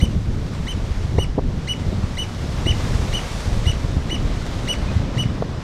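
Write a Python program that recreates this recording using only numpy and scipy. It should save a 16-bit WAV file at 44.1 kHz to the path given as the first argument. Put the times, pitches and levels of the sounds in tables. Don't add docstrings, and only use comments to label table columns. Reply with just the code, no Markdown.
import sys
import numpy as np
from scipy import signal
from scipy.fft import rfft, irfft
from scipy.io import wavfile
from scipy.ndimage import uniform_filter1d

SR = 44100
rng = np.random.default_rng(int(sys.argv[2]) if len(sys.argv) > 2 else 0)


def transcribe(u):
    v = np.clip(np.atleast_2d(u).T, -1, 1)
    q = np.round(v * 32767).astype(np.int16)
    wavfile.write(sys.argv[1], SR, q)


N = 248283

# (time [s], rumble level [dB], flutter level [dB])
WIND_LEVELS = [(0.0, -20, -19.5), (0.24, -19.0, -27.5), (0.36, -21.5, -24), (0.93, -23.0, -29),
               (1.17, -17, -20.5), (1.29, -24, -30.5), (1.5, -20, -21.5), (1.68, -28, -29.5),
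               (1.92, -19, -22), (2.28, -24.5, -28.0), (2.97, -17, -21.5), (3.33, -24.5, -30.5),
               (3.54, -17, -23.5), (3.75, -20.5, -28), (4.26, -20.5, -22.5), (4.41, -24.0, -26.5),
               (5.28, -22.5, -23.5), (5.61, -27, -27.5)]
# (frequency [Hz], density [dB per Hz])
WIND_COLOUR = [(8, -43), (22, 3.5), (45, 1), (80, -0.5), (120, -2.5), (170, -7), (250, -13), (400, -21.5),
               (700, -32), (1500, -51.5), (4000, -72)]
# (time of centre [s], peak level [dB], centre frequency [Hz])
BUFFETS = [(0.03, -5, 80.4), (.167, -9.5, 88), (.914, -13.5, 61.5), (1.053, -12, 90), (1.185, -6.5, 73.6),
           (1.387, -10, 102), (1.871, -13.5, 99), (2.041, -11, 101), (2.663, -14.5, 113), (2.712, -11, 93),
           (3.477, -12, 94), (3.672, -10, 98), (3.689, -10, 45.7), (3.982, -11.5, 71), (4.967, -6.5, 74),
           (5.005, -10, 104), (5.259, -9, 110)]
# (time of first eddy [s], peak level [dB], centre frequency [Hz], clatter length [s])
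KNOCKS = [(.0355, -13.5, 206, 0.0026), (1.1858, -7.5, 398, 0.0061), (1.3807, -8.5, 386, 0.014),
          (1.93, -16.5, 231, .004), (2.6688, -13, 480, .002), (3.969, -13.5, 218, 0.0017),
          (4.13, -16.5, 307, 0.0032), (5.4242, -8.5, 514, 0.0036)]
# (time [s], roar level [dB], foam fizz level [dB])
SURF_LEVELS = [(0.0, -39, -63.0), (0.21, -43, -66.5), (0.66, -39.5, -64), (1.14, -40, -64.5),
               (1.38, -43.0, -71.5), (1.71, -39.5, -65), (2.31, -38.5, -62), (2.85, -34, -56),
               (3.39, -34.5, -55), (4.02, -37.5, -64), (4.53, -35.5, -60.0), (4.95, -34.5, -63),
               (5.07, -37.0, -68), (5.16, -35.5, -65.5), (5.49, -39, -69), (5.61, -38, -68.5)]
# (frequency [Hz], density [dB per Hz])
SURF_COLOUR = [(60, -24), (250, 2.5), (550, 4.5), (800, 0), (1100, -0.5), (1600, -3.5), (2050, -3.5),
               (2600, -6), (3600, -4.5), (5600, -8), (8000, -17.5), (10500, -27), (13000, -33.5),
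               (15600, -42)]
# (delay [s], level [dB])
ECHOES = [(0.018, -11.5), (.03, -28.5)]
# (time [s], length [s], starting frequency [Hz], ending frequency [Hz], level [dB])
FAR_NOTES = [(1.824, .022, 1840, 2200, -39), (4.866, 0.048, 2420, 2570, -35)]
# (time of the leap to the high register [s], length [s], nominal pitch [Hz], level [dB],
# overtone level [dB], lead-in length [s], crest position [share of note], crest strength [0-1])
PIPED_NOTES = [(0.013, 0.05, 3000, -28, -19, 0.017, 0.75, 0.46),
               (.681, 0.05, 3037, -27.5, -23.5, 0.018, 0.46, 0.57),
               (1.189, 0.059, 2942, -25, -19.5, 0.013, 0.47, 0.7),
               (1.685, .055, 2960, -20.5, -20.5, 0.016, 0.84, .2),
               (2.181, .063, 2973, -23, -20.5, 0.016, 0.55, 0.7),
               (2.666, 0.06, 2955, -18.5, -21.5, 0.0095, 0.65, 1),
               (3.134, 0.061, 2974, -21.5, -20, .009, 0.52, 1),
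               (3.665, .06, 2946, -22, -19.5, 0.013, 0.645, 0.7),
               (4.105, 0.06, 2970, -23, -23.5, 0.013, 0.57, 1),
               (4.684, 0.058, 2942, -18, -16, .013, 0.65, 0.46),
               (5.182, 0.059, 2960, -21, -20.5, .013, 0.63, 0.4)]
WHISTLE_PARTIALS = [0, -15.5, -22, -32.5, -54]
LEAD_IN_PARTIALS = [-3, -7.5, -14.5, -20]
# (frequency [Hz], gain [dB])
THROAT = [(2150, -1), (2380, -15), (2700, -11), (2860, -6.5), (2960, 0.5)]

BUFFET_CYCLES = 0.734
EDDY_GAP_S = 0.00433
SCOOP, SCOOP_S, ARCH_DEPTH, COLLAPSE, COLLAPSE_POWER = 0.092, 0.0098, 0.12, 0.26, 10.9
SCOOP_LEAD_S = 0.0134
CREST_S, CREST_FLICK, CREST_DIP_DB = 0.0033, 0.042, 15.5
SWELL_DB, SWELL_S, RELEASE_DB, RELEASE_POWER = 4, 0.0037, 39, 2.4
EDGE_HZ = 15700


def amp(db):
    return 10 ** (np.asarray(db) / 20)


def evened(x):
    return x / np.sqrt(np.mean(x ** 2) + 1e-20)


def read(points, hz):
    f, value = np.transpose(points)
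    return np.interp(np.log(hz + 1), np.log(f + 1), value)


def add(mix, s, sound):
    start = round(s * SR)
    sound = sound[max(-start, 0):]
    part = mix[max(start, 0):][:len(sound)]
    part += sound[:len(part)]


def wander(count, hz):
    padded = count + SR // 8
    f = np.fft.rfftfreq(padded, 1 / SR)
    spectrum = rfft(rng.standard_normal(padded)) * np.exp(-(f / hz) ** 2)
    return evened(irfft(spectrum))[:count]


def coloured(x, colour):
    gain = amp(read(colour, np.fft.rfftfreq(N, 1 / SR)))
    return irfft(rfft(x) * gain, N)


def band_rms(x, lo, hi):
    f = np.fft.rfftfreq(N, 1 / SR)
    return np.std(irfft(rfft(x) * ((f > lo) & (f < hi)), N))


def fade(t, length, rise, fall):
    opening = np.clip(t / rise, 0, 1) * np.clip((length - t) / fall, 0, 1)
    return np.sin(np.pi / 2 * opening) ** 2


def wind(rumble_db=-3.0, flutter_db=-4.0, split_hz=115):
    air = coloured(rng.standard_normal(N), WIND_COLOUR)
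    deep = signal.sosfiltfilt(signal.butter(3, split_hz, fs=SR, output="sos"), air)
    s, *levels = np.transpose(WIND_LEVELS)
    rumble, flutter = (np.interp(np.arange(N) / SR, s, level) for level in levels)
    lumps = amp(2.0 * wander(N, 35))
    low = amp(rumble + rumble_db) * evened(deep * lumps)
    high = amp(flutter + flutter_db) * evened((air - deep) * lumps)
    return low + high


def eddy(db, hz, steepness, unevenness=.14):
    half = BUFFET_CYCLES / hz
    t = np.arange(-3 * half, 3 * half, 1 / SR)
    turns = np.cumsum(hz * (1 + unevenness * wander(len(t), hz))) / SR
    phase = 2 * np.pi * (turns - turns[len(t) // 2])
    swing = np.sin(phase + 2 * steepness * np.sin(phase))
    return amp(db) * np.exp(-(t / half) ** 2) * swing


def buffets(steepness=0.25):
    out = np.zeros(N)
    for s, db, hz in BUFFETS:
        thud = eddy(db, hz, steepness)
        add(out, s - len(thud) / SR / 2, thud)
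    return out


def knocks(count=4, steepness=0.3, scatter=0.24, fall_db=7):
    out = np.zeros(N)
    for s, db, hz, length in KNOCKS:
        for lag in np.arange(count) * EDDY_GAP_S:
            level_db = db - fall_db * (lag / length) ** 2
            centre_hz = hz * np.exp(scatter * rng.standard_normal())
            knock = rng.choice([-1, 1]) * eddy(level_db, centre_hz, steepness)
            add(out, s + lag - len(knock) / SR / 2, knock)
    return out


def surf(roar_db=-3.5, wash_db=-0.5, fizz_db=-3., wash_follows=0.36, patch_db=0.67, flicker_db=.5,
         grain_db=4.0, grain_share=0.35):
    chance = 3000 / SR
    pop_gain = amp(grain_db * np.minimum(rng.exponential(1, N), 4))
    pops = rng.standard_normal(N) * (rng.random(N) < chance) * pop_gain
    water = coloured(rng.standard_normal(N) + grain_share * evened(pops), SURF_COLOUR)
    bands = [(700, 1700), (4300, 5400), (9800, 11000)]  # roar, wash, fizz [Hz]
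    hz, t, z = signal.stft(water, SR, nperseg=512, noverlap=384)
    s, roar, fizz = np.transpose(SURF_LEVELS)
    roar, fizz = roar + roar_db, fizz + fizz_db
    wash = roar + wash_follows * (fizz - roar) + wash_db
    centres = np.log(np.mean(bands, axis=1))
    field_db = 0
    for level, band, own in zip((roar, wash, fizz), bands, np.eye(3)):
        weight = np.interp(np.log(hz + 1), centres, own)
        gain_db = np.interp(t, s, level) - 20 * np.log10(band_rms(water, *band))
        field_db = field_db + np.outer(weight, gain_db)
    patches = uniform_filter1d(rng.standard_normal(z.shape), size=22, axis=1)
    patches = evened(uniform_filter1d(patches, size=8, axis=0))
    flicker = evened(uniform_filter1d(rng.standard_normal(len(t)), size=8))
    z = z * amp(field_db + patch_db * patches + flicker_db * flicker)
    return signal.istft(z, SR, nperseg=512, noverlap=384)[1][:N]


def shore(x, scatter_db=-21, t60=0.32):
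    t = np.arange(SR // 2) / SR
    sparse = rng.standard_normal(len(t)) * (rng.random(len(t)) < .05)
    taps = sparse * (t > .02) * amp(-60 * t / t60)
    taps *= amp(scatter_db) / np.linalg.norm(taps)
    for delay, db in ECHOES:
        add(taps, delay, amp([db]))
    reflected = signal.fftconvolve(x, taps)[:N]
    return x + coloured(reflected, [(3000, 0), (6000, -3.0), (12000, -9)])


def far_birds():
    out = np.zeros(N)
    for s, length, from_hz, to_hz, db in FAR_NOTES:
        t = np.arange(0, length, 1 / SR)
        hz = np.linspace(from_hz, to_hz, len(t)) * (1 + 0.014 * wander(len(t), 300))
        tone = np.sin(2 * np.pi * np.cumsum(hz) / SR)
        add(out, s, amp(db) * fade(t, length, length / 2, length / 2) * tone)
    return out


def lead_in(length, db, from_hz=1760, to_hz=2220, jitter=0.027, thinning_db=11, break_hz=400):
    t = np.arange(0, length + .003, 1 / SR)
    slide = from_hz + (to_hz - from_hz) * t / t[-1]
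    hz = slide + break_hz * np.exp((t - t[-1]) / 0.0022)
    turns = np.cumsum(hz * (1 + jitter * wander(len(t), 510))) / SR
    reedy_db = thinning_db * (.5 - t / length)
    tone = np.zeros(len(t))
    for order, partial_db in enumerate(LEAD_IN_PARTIALS, 1):
        tone += amp(partial_db + reedy_db * (order > 1)) * np.sin(2 * np.pi * order * turns)
    return amp(db) * tone * fade(t, t[-1], .7 * length, .003)


def whistle(length, hz, db, shrill_db, crest_at, crest, scoop, jitter=0.007, shimmer_db=0.7,
            octave_db=1.0, octave_follows=0.58):
    t = np.arange(0, length + .002, 1 / SR)
    share = np.minimum(t / length, 1)
    collapse = share ** COLLAPSE_POWER
    catch = crest * np.exp(-((t - crest_at * length) / CREST_S) ** 2)
    arch = 1 / 16 - (share - .5) ** 2
    bend = ARCH_DEPTH * arch - scoop * np.exp(-t / SCOOP_S) - COLLAPSE * collapse + CREST_FLICK * catch
    pitch = hz * (1 + bend)
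    turns = np.cumsum(pitch * (1 + jitter * wander(len(t), 500))) / SR
    upper_db = shrill_db - SWELL_DB * np.exp(-t / SWELL_S) - RELEASE_DB * collapse ** RELEASE_POWER
    dip = CREST_DIP_DB * catch
    fundamental_db = db + read(THROAT, pitch) - dip
    second_db = upper_db + octave_db + octave_follows * (db - shrill_db)
    shapes_db = [fundamental_db, second_db] + [upper_db - dip] * len(WHISTLE_PARTIALS)
    tone = np.zeros(len(t))
    for order, (partial_db, shape_db) in enumerate(zip(WHISTLE_PARTIALS, shapes_db), 1):
        unsteady_db = shimmer_db * order * wander(len(t), 110)
        tone += amp(partial_db + shape_db + unsteady_db) * np.sin(2 * np.pi * order * turns)
    return tone * fade(t, t[-1], .003, .004)


def bird(lead_db=-19.0, lead_follows=0.33):
    out = np.zeros(N)
    for s, length, hz, db, shrill_db, lead, crest_at, crest in PIPED_NOTES:
        add(out, s - lead, lead_in(lead, lead_db + lead_follows * db))
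        scoop = SCOOP * np.exp(-lead / SCOOP_LEAD_S)
        add(out, s - .001, whistle(length, hz, db, shrill_db, crest_at, crest, scoop))
    return out


def scene():
    background = wind() + buffets() + knocks() + surf()
    return (background + shore(far_birds() + bird()))[None]


def record(dry):
    low_pass = signal.firwin(511, EDGE_HZ, window=("kaiser", 9), fs=SR)
    return signal.oaconvolve(dry, low_pass[None], "same")


dry = scene()
out = record(dry)
transcribe(out)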